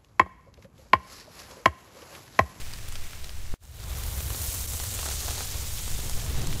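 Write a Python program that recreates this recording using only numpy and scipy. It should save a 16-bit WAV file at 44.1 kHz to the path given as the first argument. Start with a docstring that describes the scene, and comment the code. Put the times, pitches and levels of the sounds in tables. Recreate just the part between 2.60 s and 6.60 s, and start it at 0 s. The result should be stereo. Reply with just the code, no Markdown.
"""A hot blade melts into a block of wax, close to the microphone, in a draught that rumbles on the ports.
First, wax left on the blade sizzles thinly and droplets spit off the steel. Just before one second the
sound breaks off with a blunt thump. It swells back, narrow at first, as the blade sinks in: countless
tiny bubbles burst, fine and then coarser, and larger ones pop in the melt. A gust rises at the end."""
import sys
import numpy as np
from scipy import signal
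from scipy.fft import rfft, irfft
from scipy.io import wavfile

SR = 44100
rng = np.random.default_rng(int(sys.argv[2]) if len(sys.argv) > 2 else 0)


def unload_audio(sound):
    """Save the sound as a 16-bit wav file, at the path given as the first command line argument."""
    columns = np.transpose(np.atleast_2d(sound))
    # keep every value between -1 and 1, then stretch to whole-number steps
    steps = np.round(np.clip(columns, -1, 1) * 32767)
    wavfile.write(sys.argv[1], SR, steps.astype(np.int16))


N = 176400
TIME_S = np.arange(N) / SR
BINS_HZ = np.maximum(np.fft.rfftfreq(N, 1 / SR), 1)
BREAK_S = 0.94

# Full sizzle colour. Each row: frequency in Hz, relative density in dB.
SIZZLE_SPECTRUM = [(150, -5.5), (450, -0.5), (1000, -3.5), (1700, -5), (2700, -4), (3700, -1.57),
                   (5000, -2), (7200, 2), (10000, -3), (13500, -5), (15700, -8)]
# Sizzle bands. Each entry: centre in Hz.
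SIZZLE_BANDS_HZ = [1000, 3600, 5400, 7800, 13000]
# Sizzle balance. Each row: time in seconds, then gain in dB for each band, low to high.
SIZZLE_BAND_GAINS = [(1.3, -0.5, -3, -7, -8, -4.5), (1.43, 0.75, -1, -3.5, -6, 1.5),
                     (1.6, -0.69, -2.5, -4.5, -3.5, 3), (1.88, 0.97, 1.5, 2, 1.5, 7.5),
                     (2.05, -1.7, -1, 0.5, .5, 4), (2.3, -0.79, 1.5, 0.5, 2, 3), (2.48, 1.2, 1.5, 4, 3, 3),
                     (2.75, 2.1, 3.5, 4, 0.5, 1.5), (2.95, 0.0012, 1, 1, -1.5, 1),
                     (3.3, -2.3, 1, -1, -1.5, 0.5), (3.6, 0.69, -.5, -1.5, -1, -1),
                     (3.75, 2.1, 1.5, -2, -5.5, -3.5), (4, -1, -0.5, -3, -3.5, -3.5)]
# Thin sizzle colour. Each row: frequency in Hz, relative density in dB.
SIMMER_SPECTRUM = [(150, 3.5), (400, 2), (1000, -0.5), (2200, 2), (4000, 0), (7500, -1), (10500, -5.5),
                   (15500, -8)]
# Thin sizzle envelope. 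Each row: time in seconds, level in dB.
SIMMER_ENVELOPE = [(0, -44), (.3, -45.5), (.55, -45), (.78, -47.5), (.94, -47.5)]
# Large bubbles. Each row: time in seconds, relative level in dB, pitch in Hz.
BUBBLE_POPS = [(1.603, -28.5, 732), (1.702, -28, 686), (1.745, -29, 560), (1.832, -34, 929),
               (2.14, -28, 820), (2.198, -27.5, 680), (2.236, -29, 1190), (2.39, -29.5, 568),
               (2.428, -27, 1190), (2.457, -27, 1070), (2.461, -29, 1290), (2.477, -31, 590),
               (2.485, -25, 870), (2.511, -25, 1330), (2.68, -25.5, 732), (2.686, -27.5, 1110),
               (2.705, -24, 816), (2.712, -30, 770), (2.778, -26, 864), (2.784, -36, 1080),
               (2.805, -24, 820), (2.822, -33, 759), (3.197, -39, 646), (3.277, -31, 552),
               (3.388, -31, 540)]
# Droplets. Each row: start in seconds, relative level in dB, centre in Hz, 30 dB decay in seconds.
DROPLET_SPITS = [(.0155, -28, 3020, 0.0057), (.1356, -26, 4040, 0.0085), (.286, -27, 9000, 0.0056),
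                 (.3235, -30.5, 7400, 0.0081), (.3551, -28.5, 3700, 0.019), (.532, -30.5, 1570, 0.012),
                 (.6438, -29.5, 4460, 0.0094), (.6935, -27.5, 3270, 0.0053), (.9222, -35.5, 2200, 0.0063),
                 (1.036, -37, 7000, 0.0032), (1.053, -24.5, 7000, 0.0023), (1.2005, -23.5, 4000, .004),
                 (1.2398, -25, 5900, 0.0033), (1.371, -25, 7800, 0.0055), (1.4358, -23, 7000, 0.0059),
                 (1.4643, -24, 10000, 0.0043), (1.569, -34, 7300, .004), (1.605, -25, 2980, 0.003),
                 (1.703, -21, 3000, 0.0042), (2.1345, -24, 8100, 0.011), (2.194, -29, 3500, .003),
                 (2.39, -23.5, 3000, 0.0061), (2.457, -18, 8040, 0.0033), (2.5245, -18.5, 5000, .003),
                 (3.315, -24.5, 7500, 0.004), (3.4962, -20, 6560, .007), (3.6633, -29, 6900, .006),
                 (3.817, -21.5, 5000, 0.0048), (3.8715, -19, 6800, 0.0056), (3.928, -22, 2930, 0.0053),
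                 (3.934, -29, 4500, 0.0067)]
# Steady rumble, deep buffeting, closing gust. Each row: frequency in Hz, relative density in dB.
RUMBLE_SPECTRUM = [(12, -26), (26, -8.5), (45, -1), (57, -6.5), (67, 2.5), (77, -3.5), (89, -6.5),
                   (105, -8.5), (125, -11.5), (150, -19.5), (200, -24.5), (400, -43), (900, -83)]
BUFFET_SPECTRUM = [(3, -1.5), (6, 4), (11, 0.5), (18, -4), (30, -31), (60, -94), (120, -91.5)]
GUST_SPECTRUM = [(12, -26.5), (28, 9.5), (50, -24), (125, 3.5), (200, -10.5), (400, -16.5), (800, -26),
                 (1600, -38), (4000, -76)]
# Their envelopes. Each row: time in seconds, relative level in dB.
RUMBLE_ENVELOPE = [(0, -41.5), (.9, -43), (1.0, -32.5), (1.35, -33.5), (1.65, -31.5), (1.95, -33.5),
                   (2.2, -32.5), (2.5, -36), (3.2, -33), (4, -34)]
BUFFET_ENVELOPE = [(0, -32), (.7, -30.5), (.93, -27.5), (1.0, -54), (2.3, -46), (2.9, -37.5), (3.4, -31.5),
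                   (3.75, -27.5), (4, -24.5)]
GUST_ENVELOPE = [(0, -115), (3.0, -71), (3.45, -43.5), (3.75, -35), (4, -33.5)]
# Swell after the break. Each row: time in seconds, gain in dB.
SWELL_GAIN = [(.945, -46), (.975, -43), (1.03, -15.5), (1.11, -12.5), (1.2, -5.5), (1.31, -1)]
# Diffuse share. Each row: frequency in Hz, side gain in dB.
SIDE_SPECTRUM = [(25, -3), (70, -6.5), (150, -3.5), (350, 0), (700, -4.5), (1400, -9.5), (2600, -16.5),
                 (4400, -26), (5200, -48), (8000, -74)]
# Stereo width, collapsing at the break and reopening. Each row: time in seconds, side gain in dB.
SIDE_GAIN = [(.93, 4.5), (1.02, -32), (1.55, -36), (2.0, -22), (2.45, -11), (2.95, 0.5), (3.4, 3.5),
             (4, -2)]


def sizzle(level_db=-36, flicker_db=1.24):
    """The blade sinks in and wax boils: the fine top peaks first, the coarser treble follows."""
    grains = bubble_bursts(per_s=7000, spread_db=3.0, hiss_db=-2.5, clump_db=0.3)
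    spectrum, out = rfft(mid_side(grains, SIZZLE_SPECTRUM)), 0
    for share, gain_db in zip(np.eye(len(SIZZLE_BANDS_HZ)), over_time(SIZZLE_BAND_GAINS)):
        band = irfft(spectrum * over_bins(list(zip(SIZZLE_BANDS_HZ, share))), N)
        out = out + band * from_db(level_db + gain_db + flicker_db * drift(rate_hz=42))
    return out


def simmer():
    """Wax left on the blade sizzles thinly."""
    grains = bubble_bursts(per_s=2300, spread_db=4.5, hiss_db=6, clump_db=1)
    return from_db(over_time(SIMMER_ENVELOPE)[0]) * mid_side(grains, SIMMER_SPECTRUM)


def bubble_bursts(per_s, spread_db, hiss_db, clump_db):
    """Tiny bubbles burst in clumps, most faint and a few strong, over a hiss of vapour."""
    onsets = rng.random(N) < per_s / SR
    sizes = from_db(spread_db * np.minimum(rng.exponential(1, N), 5))
    clicks = unit_rms(onsets * sizes * rng.choice([-1, 1], N))
    hiss = from_db(hiss_db) * rng.standard_normal(N)
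    return unit_rms((clicks + hiss) * from_db(clump_db * drift(rate_hz=200)))


def pops(gain_db=4, ring_cycles=3.5, crack_db=-5.5, crack_s=0.008, tail_db=-14.5, tail_s=0.042):
    """Each large bubble opens with a crack, rings briefly and leaves a short splutter."""
    out, t = np.zeros(N), TIME_S[:SR // 10]
    for start_s, level_db, hz in BUBBLE_POPS:
        white = rng.standard_normal((2, len(t)))
        ring = np.sin(2 * np.pi * hz * t) * from_db(-60 * t * hz / ring_cycles) * rng.choice([-1, 1])
        crack = unit_band(white[0], 2700, 7100) * from_db(crack_db - 60 * t / crack_s)
        splutter = unit_band(white[1], 480, 1700, passes=2) * from_db(tail_db - 60 * t / tail_s)
        mix_in(out, start_s + .002, from_db(level_db + gain_db) * (ring + crack + splutter))
    return out


def spits(gain_db=-6, edge_ratio=1.68, body_db=-4.5):
    """Each droplet flashes to vapour: a dying noise burst around its pitch, with a little body."""
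    out, t = np.zeros(N), TIME_S[:SR // 10]
    for start_s, level_db, hz, decay_s in DROPLET_SPITS:
        white = rng.standard_normal((2, len(t)))
        burst = unit_band(white[0], hz / edge_ratio, hz * edge_ratio, passes=2)
        body = from_db(body_db) * unit_band(white[1], 600, 2200)
        mix_in(out, start_s, (burst + body) * from_db(level_db + gain_db - 30 * t / decay_s))
    return out


def thump(level_db=-22.5, rise_s=0.01, cutoff_hz=2040):
    """A rise of pressure, cut short at the break."""
    push = np.exp(-np.abs(TIME_S - BREAK_S) / rise_s) * (TIME_S < BREAK_S)
    return from_db(level_db) * signal.sosfilt(signal.butter(4, cutoff_hz, fs=SR, output="sos"), push)


def turbulence(spectrum, envelope, lumps_db, left_vs_right_db=-5):
    """Lumpy airflow on the microphone ports, stronger on the right."""
    noise = mid_side(rng.standard_normal(N), spectrum)
    mid, side = noise * from_db(over_time(envelope)[0] + lumps_db * drift(rate_hz=20))
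    lean = from_db(left_vs_right_db)
    return np.array([mid, side + mid * (lean - 1) / (lean + 1)])


def draught():
    """Moving air: steady rumble, slow buffeting and a closing gust."""
    rumble = turbulence(RUMBLE_SPECTRUM, RUMBLE_ENVELOPE, lumps_db=.5)
    buffet = turbulence(BUFFET_SPECTRUM, BUFFET_ENVELOPE, lumps_db=-0.05)
    gust = turbulence(GUST_SPECTRUM, GUST_ENVELOPE, lumps_db=4.0)
    return rumble + buffet + gust


def from_db(db):
    """Decibels to gain."""
    return 10 ** (np.asarray(db) / 20)


def unit_rms(x):
    """Scale to rms 1."""
    return x / np.sqrt(np.mean(x ** 2) + 1e-20)


def over_time(rows):
    """Interpolate each value column at every sample."""
    times_s, *columns = np.transpose(rows)
    return [np.interp(TIME_S, times_s, column) for column in columns]


def over_bins(rows):
    """Interpolate a table over log frequency."""
    hz, value = np.transpose(rows)
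    return np.interp(np.log(BINS_HZ), np.log(hz), value)


def drift(rate_hz, hop=40):
    """Slow random wander, rms 1."""
    pole = np.exp(-2 * np.pi * rate_hz * hop / SR)
    white = rng.standard_normal(N // hop + 2002)
    slow = signal.lfilter([1], [1, -2 * pole, pole * pole], white)[2000:]  # skip settling
    return np.interp(np.arange(N) / hop, np.arange(len(slow)), unit_rms(slow))


def unit_band(x, low_hz, high_hz, passes=1):
    """Gentle band-pass, scaled to rms 1."""
    sos = signal.butter(1, [low_hz, high_hz], "band", fs=SR, output="sos")
    for _ in range(passes):
        x = signal.sosfilt(sos, x)
    return unit_rms(x)


def mix_in(out, start_s, sound):
    """Add a short sound in place."""
    i = int(start_s * SR)
    out[i:i + len(sound)] += sound[:N - i]


def mid_side(direct, spectrum):
    """Coloured source as mid (rms 1), diffuse noise as side."""
    colour = from_db(over_bins(spectrum))
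    mid = irfft(rfft(direct) * colour, N)
    side = irfft(rfft(rng.standard_normal(N)) * colour * from_db(over_bins(SIDE_SPECTRUM)), N)
    return np.array([mid, side]) / np.std(mid)


def scene(drop_db=2, fall_db_per_s=705, dip_s=2.064, dip_db=12, dip_length_s=.013):
    """Thin sizzle and draught break off; the draught returns with the full sizzle. One brief level dip."""
    before = np.clip((BREAK_S - TIME_S) / .004, 0, 1)
    dying = from_db(-drop_db - fall_db_per_s * np.maximum(TIME_S - BREAK_S, 0))
    swell = from_db(over_time(SWELL_GAIN)[0]) * (TIME_S > BREAK_S)
    dip = from_db(-dip_db * (TIME_S > dip_s) * np.clip(1 - (TIME_S - dip_s) / dip_length_s, 0, 1))
    air = (before + swell) * draught()
    mid, side = simmer() * np.maximum(before, dying) + swell * sizzle() + air
    mid = mid + swell * pops() + (before + swell) * spits() + thump()
    side = side * from_db(over_time(SIDE_GAIN)[0])
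    return dip * np.array([mid + side, mid - side])


def record(dry, cutoff_hz=15600):
    """Steep low-pass."""
    return signal.sosfilt(signal.ellip(12, .1, 80, cutoff_hz, fs=SR, output="sos"), dry)


dry = scene()
out = record(dry)
unload_audio(out)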